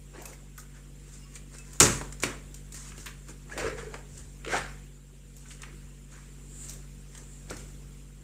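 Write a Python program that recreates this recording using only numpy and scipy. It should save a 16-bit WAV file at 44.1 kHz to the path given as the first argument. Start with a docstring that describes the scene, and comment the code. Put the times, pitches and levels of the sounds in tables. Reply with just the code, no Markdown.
"""An office desk in a furnished room: stacks of paper and catalogues are handled close to a small microphone.
Sheets slide and rustle (shaped noise), snap and slap (clicks with short noise bursts) and pop (puffs of noise).
A stack is slapped down, so the desk booms; another squeaks and creaks off two metal prongs (gliding and dying tones).
A motor hums (overtones and twin tones), air hisses (noise), and the room answers with dying echoes."""
import sys
import numpy as np
from scipy import signal
from scipy.fft import rfft, irfft, next_fast_len
from scipy.io import wavfile
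from scipy.ndimage import uniform_filter1d, map_coordinates

SR = 44100
rng = np.random.default_rng(int(sys.argv[2]) if len(sys.argv) > 2 else 0)


def materialize(psi):
    """Save the field psi as 16-bit PCM at rate SR to the path in sys.argv[1].

    A 1-D psi becomes a single channel; in a 2-D psi each row is a channel.
    """
    bounded = np.clip(np.atleast_2d(psi).T, -1, 1)
    quanta = np.round(bounded * 32767).astype(np.int16)
    wavfile.write(sys.argv[1], SR, quanta)


N = 362943  # length of the scene in samples

# Tone colour of the crisp edge of paper: pitch_hz [Hz], level_db [relative dB per Hz]
SHEEN = [(2060, -23), (3500, -17.5), (4920, -14), (6330, -8), (7090, -4.5), (9010, -9), (9850, -19.5),
         (14600, -30.5), (15800, -29.5)]
# Tone colour of a bending stack: pitch_hz [Hz], level_db [relative dB per Hz]
BODY = [(350, -14.5), (600, -12.5), (793, -17), (950, -6), (1260, -3), (1630, 0), (2300, -4), (3500, -15),
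        (6000, -16.5), (7800, -60.5)]
# Tone colour of air pushed from between sheets: pitch_hz [Hz], level_db [relative dB per Hz]
FLAP = [(150, -16), (250, -2), (360, 1.5), (468, 2.5), (618, -3.5), (900, -6.5), (1170, -16), (1980, -120)]


def amp(db):
    """Turns decibels into a plain gain."""
    return 10 ** (np.asarray(db) / 20)


def unit(x):
    """Scales a sound to an average strength (rms) of 1."""
    return x / np.sqrt(np.mean(x ** 2) + 1e-20)


def along(points, hz):
    """Reads a curve of (Hz, value) points, joined by straight lines on a log pitch axis."""
    point_hz, value = np.transpose(points)
    return np.interp(np.log(hz + 1), np.log(point_hz + 1), value)


def curves(rows):
    """Joins timed rows by straight lines: one value per sample for each column after the time."""
    seconds, *columns = np.transpose(rows)
    return [np.interp(np.arange(N) / SR, seconds, column) for column in columns]


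def wobble(rate):
    """A smooth random curve through `rate` random points a second."""
    points = rng.standard_normal(int(N * rate / SR) + 4)
    return map_coordinates(points, [np.arange(N) * rate / SR])


def filtered(x, response):
    """Multiplies each frequency of x by a gain that depends on its pitch."""
    size = next_fast_len(N + SR // 2)
    spectrum = rfft(x, size) * response(np.fft.rfftfreq(size, 1 / SR))
    return irfft(spectrum, size)[..., :N]


def noise(spectrum, patchy_db):
    """Coloured noise of rms 1 with small, short patches of random gain, like passing resonances."""
    z = signal.stft(rng.standard_normal(N + 512), nperseg=512)[2]
    field = uniform_filter1d(rng.standard_normal(z.shape), size=5, axis=0)  # blur across pitch
    field = uniform_filter1d(field, size=4, axis=1)  # blur across time
    patchy = signal.istft(z * amp(patchy_db * unit(field)), nperseg=512)[1][:N]
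    return unit(filtered(patchy, lambda hz: amp(along(spectrum, hz))))


def add(track, s, sound):
    """Lays a sound into the track at s seconds, cut off at the end of the track."""
    part = track[round(s * SR):][:len(sound)]
    part += sound[:len(part)]


def ring(hz, t60, attack):
    """A half-second tone that swells quickly and dies away by 60 dB in t60 seconds."""
    t = np.arange(SR // 2) / SR
    return amp(-60 * t / t60) * np.sin(2 * np.pi * hz * t) * (1 - np.exp(-t / attack))


def strokes(rows):
    """Gain per sample for each layer: a stroke climbs to its peak and dies away; powers add."""
    range_db = 20  # climbed in the rise time, lost again in the fall time
    t, power = np.arange(N) / SR, np.zeros((3, N))
    for s, rise, fall, *peaks_db in rows:
        near = slice(max(round((s - 3 * rise) * SR), 0), round((s + 4 * fall) * SR))
        late = t[near] - s
        slope = np.where(late < 0, late / max(rise, .003), -late / max(fall, .01))
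        power[:, near] += amp(np.c_[peaks_db] + range_db * slope) ** 2
    return np.sqrt(power)


def struck(blows, spectrum):
    """Turns single pushes into coloured pulses; nothing sounds before the push."""
    # Folding the log spectrum's echo onto positive times packs the pulse right after its start.
    fold = irfft(np.log(amp(along(spectrum, np.fft.rfftfreq(4096, 1 / SR))) + 1e-4))
    fold[1:2048] *= 2
    fold[2049:] = 0
    pulse = irfft(np.exp(rfft(fold)))
    return signal.fftconvolve(blows, pulse / np.abs(pulse).max())[:N]


def rustle():
    """Sheets stick and slip: clumps of tiny buckles roughen the noise of hiss, scrape and flap at once."""
    # Sliding sheets, one row a stroke: peak_s, rise_s, fall_s [s], hiss_db, scrape_db, flap_db [dB]
    sliding_sheets = [(.15, 0.028, 0.15, -64, -53.5, -49), (.2, 0.059, 0.1, -60, -53.5, -45.5),
                      (.3, 0.21, 0.13, -52, -56.5, -49), (.77, 0.082, 0.062, -60, -57, -73),
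                      (1.14, 0.15, 0.17, -54.5, -62.5, -69), (1.37, 0.081, 0.026, -49.5, -59.5, -78),
                      (1.55, 0.047, 0.083, -49.5, -55.5, -59.5), (1.76, 0.26, 0.065, -53, -60, -58.5),
                      (1.822, 0.015, 0.14, -21, -25, -28.5), (2.25, 0.037, 0.13, -41, -38, -41.5),
                      (2.56, 0.033, 0.081, -53, -71, -79), (2.75, 0.03, 0.2, -44.5, -53, -77),
                      (2.88, 0.11, 0.11, -49.5, -53, -83), (3.0, 0.059, 0.16, -49, -61, -76),
                      (3.08, 0.043, 0.07, -49, -46.5, -54), (3.3, 0.043, 0.042, -48.5, -52.5, -55),
                      (3.53, 0.05, 0.059, -50.5, -53, -41.5), (3.59, 0.029, 0.14, -41.5, -34.5, -31.5),
                      (3.67, 0.14, 0.069, -51, -37.5, -51), (3.785, 0.036, 0.13, -50, -42.5, -50.5),
                      (3.95, 0.078, 0.092, -55.5, -51.5, -45.5), (4.18, 0.14, 0.13, -50, -61, -59.5),
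                      (4.525, 0.051, 0.15, -39.5, -29, -40.5), (4.572, 0.048, 0.043, -38.5, -27.5, -49),
                      (5.38, 0.049, 0.35, -57, -81.5, -72.5), (5.515, 0.068, 0.097, -49.5, -64, -73),
                      (5.645, 0.089, 0.18, -69, -54, -80), (.6, 0.033, 0.047, -48, -79, -59.5),
                      (6.13, 0.047, 0.28, -55.5, -56.5, -85), (6.71, 0.1, 0.15, -49.5, -57, -59),
                      (7.17, 0.11, 0.17, -53, -58, -60), (7.52, 0.04, 0.11, -55, -48.5, -49),
                      (7.6, 0.22, 0.16, -51, -60, -62)]
    # Smooth sheets slide off each other: peak_s, rise_s, fall_s [s], level_db [dB]
    smooth_slides = [(6.650, 0.2, .08, -42), (7.330, 0.26, .2, -54.5)]
    # Narrow hiss of gliding sheets: pitch_hz [Hz], level_db [relative dB per Hz]
    whisper_colour = [(6200, -20.5), (7300, 2), (9200, -10.5), (10500, -28)]
    hiss_gain, scrape_gain, flap_gain = strokes(sliding_sheets)
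    clumps = 0.465 * wobble(40) + 0.9 * wobble(130)  # dB
    hiss = unit(amp(clumps + 1.8 * wobble(700)) * noise(SHEEN, patchy_db=2.5))
    scrape_db = clumps + 0.68 * wobble(200) + 1.9 * wobble(1500)
    scrape = unit(amp(scrape_db) * noise(BODY, patchy_db=3.2))
    flap = unit(amp(1.4 * clumps) * noise(FLAP, patchy_db=5.0))
    glide = strokes(smooth_slides)[0] * noise(whisper_colour, patchy_db=1.0)
    return hiss_gain * hiss + scrape_gain * scrape + flap_gain * flap + glide


def snaps():
    """Each snap is a click and a burst; harder ones are more sudden, and the stack's body lags the edge."""
    # Paper snaps and slaps: start_s [s], level_db [dB before the offsets below],
    # body_db, fizz_db [dB relative to level_db, before the offsets below]
    snap_list = [(0.219, -33, -17, -4), (0.255, -23.5, -11.5, -8), (0.33, -39, -2, -4),
                 (0.578, -28, -10, -5), (1.355, -27, -22, -23), (1.584, -28, -20, -22.5),
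                 (1.7315, -30, -23, -12), (1.801, 4, -44, -31.5), (1.8046, 2, -13.5, -29.5),
                 (1.8077, -3.5, -9, -32.5), (1.813, -7, -9.5, -26), (1.8176, -4, -30, -30),
                 (1.828, -5, -19.5, -28), (1.8529, -15.5, -2, -30), (2.124, -25, -17, -33),
                 (2.2008, -25, -25, -25), (2.2238, -17, -31, -24), (2.23, -19, -12, -26),
                 (2.235, -10.5, -0.5, -23), (2.543, -25.5, -20.5, -17), (2.722, -26, -36, -15),
                 (2.743, -25, -22, -15), (2.978, -30.5, -7, -14), (3.059, -25, -6, -7),
                 (3.284, -32, -7.5, -15), (3.5769, -24, 2.5, -14), (4.177, -31, -30, -21),
                 (4.491, -36, -3, -21), (5.365, -37, -24, -4), (5.6185, -26, -23, -22),
                 (6.686, -27.5, -36, -17), (6.695, -20, -35, -18.5), (6.7057, -29, -31, -20),
                 (6.734, -30, -25, -13), (7.1498, -32, -5.5, -27), (7.176, -30, -20, -17),
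                 (7.503, -24, -25, -19), (7.51, -39, 0.5, -20), (7.567, -28, -23, -18)]
    # Highest treble of a thin sheet's crack: pitch_hz [Hz], level_db [relative dB per Hz]
    fizz_colour = [(8500, -38.5), (10000, -3), (12500, 3), (15800, -0.5)]
    t = np.arange(SR // 10) / SR
    edge, body, fizz, tick, tock = np.zeros((5, N))
    for s, db, body_db, fizz_db in snap_list:
        slow = 2.5 + max(-db, 0) / 26  # soft snaps stretch in time
        crack = amp(db - 8.5 - 60 * t / (0.0077 * slow)) * (1 - np.exp(-t / (0.00012 * slow ** 2)))
        add(edge, s, crack)
        add(tick, s + 0.00047, [amp(1.12 * db - 5.5)])
        add(tock, s + .0006, [amp(1.32 * db + body_db + 2.5)])
        fizz_tail = amp(db + fizz_db - 17.0 - 60 * t / 0.1) * (1 - np.exp(-t / .004))
        add(fizz, s, amp(fizz_db) * crack + fizz_tail)
        body_fall = amp(db + body_db + 3.5 - 60 * t / (0.0092 * slow))
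        add(body, s, body_fall * (1 - np.exp(-t / (0.0016 * slow))))
    clicks = struck(tick, SHEEN) + struck(tock, BODY)
    bursts = edge * noise(SHEEN, patchy_db=1.5) + body * noise(BODY, patchy_db=-6.0)
    return clicks + bursts + fizz * noise(fizz_colour, patchy_db=1.5)


def pops():
    """Each pop is a puff of noise in a broad resonance, with a faint crisp edge."""
    # Dull pops of a stack's edge catching or landing, each at its own pitch: start_s [s], level_db [dB],
    # pitch_hz [Hz], t60_s [s to fall by 60 dB]
    pop_list = [(1.357, -39, 2900, 0.044), (2.0113, -25, 1140, 0.038), (2.918, -39, 1820, 0.038),
                (3.063, -31, 2740, 0.05), (3.4962, -40.5, 1600, 0.037), (3.9401, -26.5, 1500, 0.026),
                (4.447, -27, 2000, 0.018), (4.4616, -29.5, 2190, 0.015), (4.478, -27, 2000, 0.019),
                (5.452, -48, 1800, 0.091), (5.505, -40.5, 2420, 0.072), (5.6317, -31, 1870, 0.035),
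                (7.4989, -28.5, 3030, 0.0093)]
    t, track, edge = np.arange(SR // 10) / SR, np.zeros(N), np.zeros(N)
    for s, db, hz, t60 in pop_list:
        puff = rng.standard_normal(len(t))
        shape = amp(db - 60 * t / t60) * (1 - np.exp(-t / (0.075 * t60)))
        band = signal.butter(2, [hz / 1.72, hz * 1.38], "band", fs=SR, output="sos")
        add(track, s, shape * unit(signal.sosfilt(band, puff)))
        add(edge, s, amp(-11) * shape)
    return track + edge * noise(SHEEN, patchy_db=2.0)


def thumps():
    """Blows make the desk top boom in its own set of tones and squeeze out a puff of air."""
    # Blows into the desk top: start_s [s], level_db [dB before tone levels and offsets],
    # ring_share [part of the free ring time left by a resting hand],
    # hardness_db [dB per octave of tone pitch, zero at 120 Hz]
    blow_list = [(1.81, -20.5, 0.58, 2), (1.849, -25, 0.33, 0), (2.012, -37, 0.15, 2),
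                 (2.2364, -35.5, 0.39, 6.5), (2.98, -49.5, 0.48, 2.5), (3.65, -31.5, 0.14, -12),
                 (4.121, -41, 0.22, -10), (4.2, -44, 0.21, -6.5), (4.262, -40.5, 0.17, -11),
                 (7.509, -36, 0.32, 2)]
    # Tones of the desk top: pitch_hz [Hz], level_db [relative dB], t60_s [free ring time, s]
    desk_tones = [(69.4, -7, 0.34), (83, -4, 0.55), (117.5, 3, 0.38), (152, 0.5, 0.28), (210.4, -7, 0.51),
                  (253.4, -11, 0.6), (296.7, -7.5, 0.58), (362, 8, 0.093), (434.4, -11.5, 0.34)]
    track, puff = np.zeros((2, N))
    for s, db, share, hard_db in blow_list:
        add(puff, s, [amp(db + 1.5 + 1.7 * hard_db)])  # air squeezed out at the contact
        for hz, mode_db, t60 in desk_tones:
            # each blow finds each tone at a new random strength
            tone_db = db + mode_db + hard_db * np.log2(hz / 120) + rng.normal()
            add(track, s, amp(tone_db) * ring(hz, t60 * share, attack=0.0047))
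    return track + struck(puff, FLAP)


def squeaks():
    """Punched holes drag along the prongs: hoarse tones that glide while the paper drags."""
    # Drags: start_s [s], length_s [s], level_db [dB before the flutter], first_hz, last_hz [Hz]
    drags = [(3.513, 0.028, -39, 1430, 1850), (4.452, 0.14, -38, 438, 475),
             (4.513, 0.054, -36.5, 1740, 1460), (4.526, 0.058, -31, 658, 949),
             (4.552, 0.033, -41, 1487, 1940)]
    turn_wander = 1.3 * wobble(260)  # radians; makes the tones hoarse
    flutter, track = amp(4 * wobble(200)), np.zeros(N)
    for s, length, db, first_hz, last_hz in drags:
        share = np.arange(round(length * SR)) / (length * SR)
        turn = 2 * np.pi * np.cumsum(first_hz + (last_hz - first_hz) * share) / SR
        turn = turn + turn_wander[round(s * SR):][:len(turn)]
        add(track, s, amp(db) * np.sqrt(np.sin(np.pi * share)) * np.sin(turn))
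    return track * flutter


def creaks():
    """The stack slips on the prongs: each slip groans as a short dying tone."""
    # Slips: start_s [s], level_db [dB], pitch_hz [Hz]
    slips = [(3.619, -19, 492), (3.644, -13.5, 450), (3.662, -17.5, 454), (3.682, -32, 468),
             (3.717, -35, 440), (3.784, -27.5, 460), (3.83, -25.5, 455), (3.868, -22.5, 434)]
    track = np.zeros(N)
    for s, db, hz in slips:
        add(track, s, amp(db) * ring(hz, t60=0.044, attack=0.0051))
    return track


def clinks():
    """Small metal rings in faint, fluttering tones that die away."""
    # Thin rings, perhaps a fastener or bracelet: start_s [s], level_db [dB before the flutter], pitch_hz [Hz]
    thin_rings = [(.143, -52, 1113), (1.19, -63, 5200), (1.21, -62, 2820), (1.25, -62, 1120),
                  (1.53, -61, 1380), (1.569, -57, 2610), (1.67, -60, 1007)]
    track = np.zeros(N)
    for s, db, hz in thin_rings:
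        add(track, s, amp(db) * ring(hz, t60=0.36, attack=0.0044))
    return track * amp(5.7 * wobble(46.8))


def room(x):
    """Each frequency of the room's answer, an echo of random noise, dies at its own speed."""
    # How long the room rings: pitch_hz [Hz], t60_s [s to fall by 60 dB]
    ring_times = [(200, 0.48), (2000, 0.37), (8000, 0.2), (15000, 0.27)]
    hz, t, z = signal.stft(rng.standard_normal((3, SR // 2)), SR, nperseg=256)
    fall = amp(-60 * t / along(ring_times, hz)[:, None])
    tails = signal.istft(z * fall, SR, nperseg=256)[1]
    tails = tails / np.linalg.norm(tails[0])
    # the echo passes steadily around three random tails, so no single ringing tone stands out
    shares = np.cos(np.pi * (20 * np.arange(N) / SR + np.c_[:3] / 3)) * np.sqrt(2 / 3)
    delayed = np.pad(x * shares, ((0, 0), (300, 0)))  # the answer starts 300 samples late
    return signal.fftconvolve(delayed, tails, axes=1).sum(0)[:N]


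def background():
    """The motor's beat with its overtones, some throbbing against a twin tone, over rushing air."""
    # Hum and hiss swell and sink together: time_s [s], level_db [dB, base level of the hum]
    swell = [(0.0, -50.5), (0.16, -51), (1.79, -49.5), (1.9, -40), (2.18, -47.5), (3.53, -49.5),
             (3.62, -45), (4.17, -50.5), (4.7, -45.5), (5.02, -53.5), (5.8, -48), (6.07, -51.5),
             (6.74, -47), (7.15, -50.5), (7.68, -47), (8.23, -51)]
    # Hum tones: multiple [times the motor's beat], level_db [dB above the base level],
    # twin_db [same, for a twin tone one slip beat higher]
    hum_tones = [(1, 3, -34), (2, -19, -37.5), (3, -3.5, -34), (4, -23.5, -14.5), (5, -13, -35.5),
                 (6, -24.5, -27.5), (10, -27.5, -36)]
    # Tone colour of the air: pitch_hz [Hz], level_db [relative dB per Hz]
    air_colour = [(30, -34.5), (60, -1), (100, -8), (220, -9), (480, -13), (630, -25), (2800, -24),
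                  (4730, -29.5), (6600, -25.5), (7350, -17), (8000, -22.5), (9300, -25), (11000, -34.5),
                  (15800, -35.5)]
    motor_hz, slip_hz = 47.88, 4.15  # beat and slip beat of the motor
    level_db, = curves(swell)
    turn, slip = 2 * np.pi * np.arange(N) / SR * [[motor_hz], [slip_hz]]
    turn = turn + .01 * wobble(3)
    hum = np.zeros(N)
    for k, db, twin_db in hum_tones:
        sign = 1 if k > 1 else -1  # overtones pulse in step, the lowest tone swings against them
        hum += sign * (amp(db) * np.sin(k * turn) + amp(twin_db) * np.sin(k * turn + slip))
    # the hiss swells less than the hum
    air_db = -55.0 + 0.87 * (level_db - level_db.mean()) + 0.11 * wobble(13.0)
    air = amp(air_db) * noise(air_colour, patchy_db=2.3)
    return np.sqrt(2) * amp(level_db) * hum + air


def scene():
    """Handling sounds near and through the room, over the background."""
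    slides = rustle() + squeaks()
    blows = snaps() + pops() + thumps() + creaks() + clinks()
    answer = room(amp(-7.5) * blows + amp(-10.0) * slides)
    return (slides + blows + answer + background())[None]


def record(dry):
    """Rounds off the loudest peaks; the microphone drops the deepest bass and all above its band limit."""
    top_hz, bass_hz = 15600, 38
    soft = dry / (1 + np.abs(dry / 1.02) ** 6) ** (1 / 6)
    return filtered(soft, lambda hz: (hz < top_hz) / (1 + (bass_hz / (hz + 1)) ** 6))


dry = scene()
out = record(dry)
materialize(out)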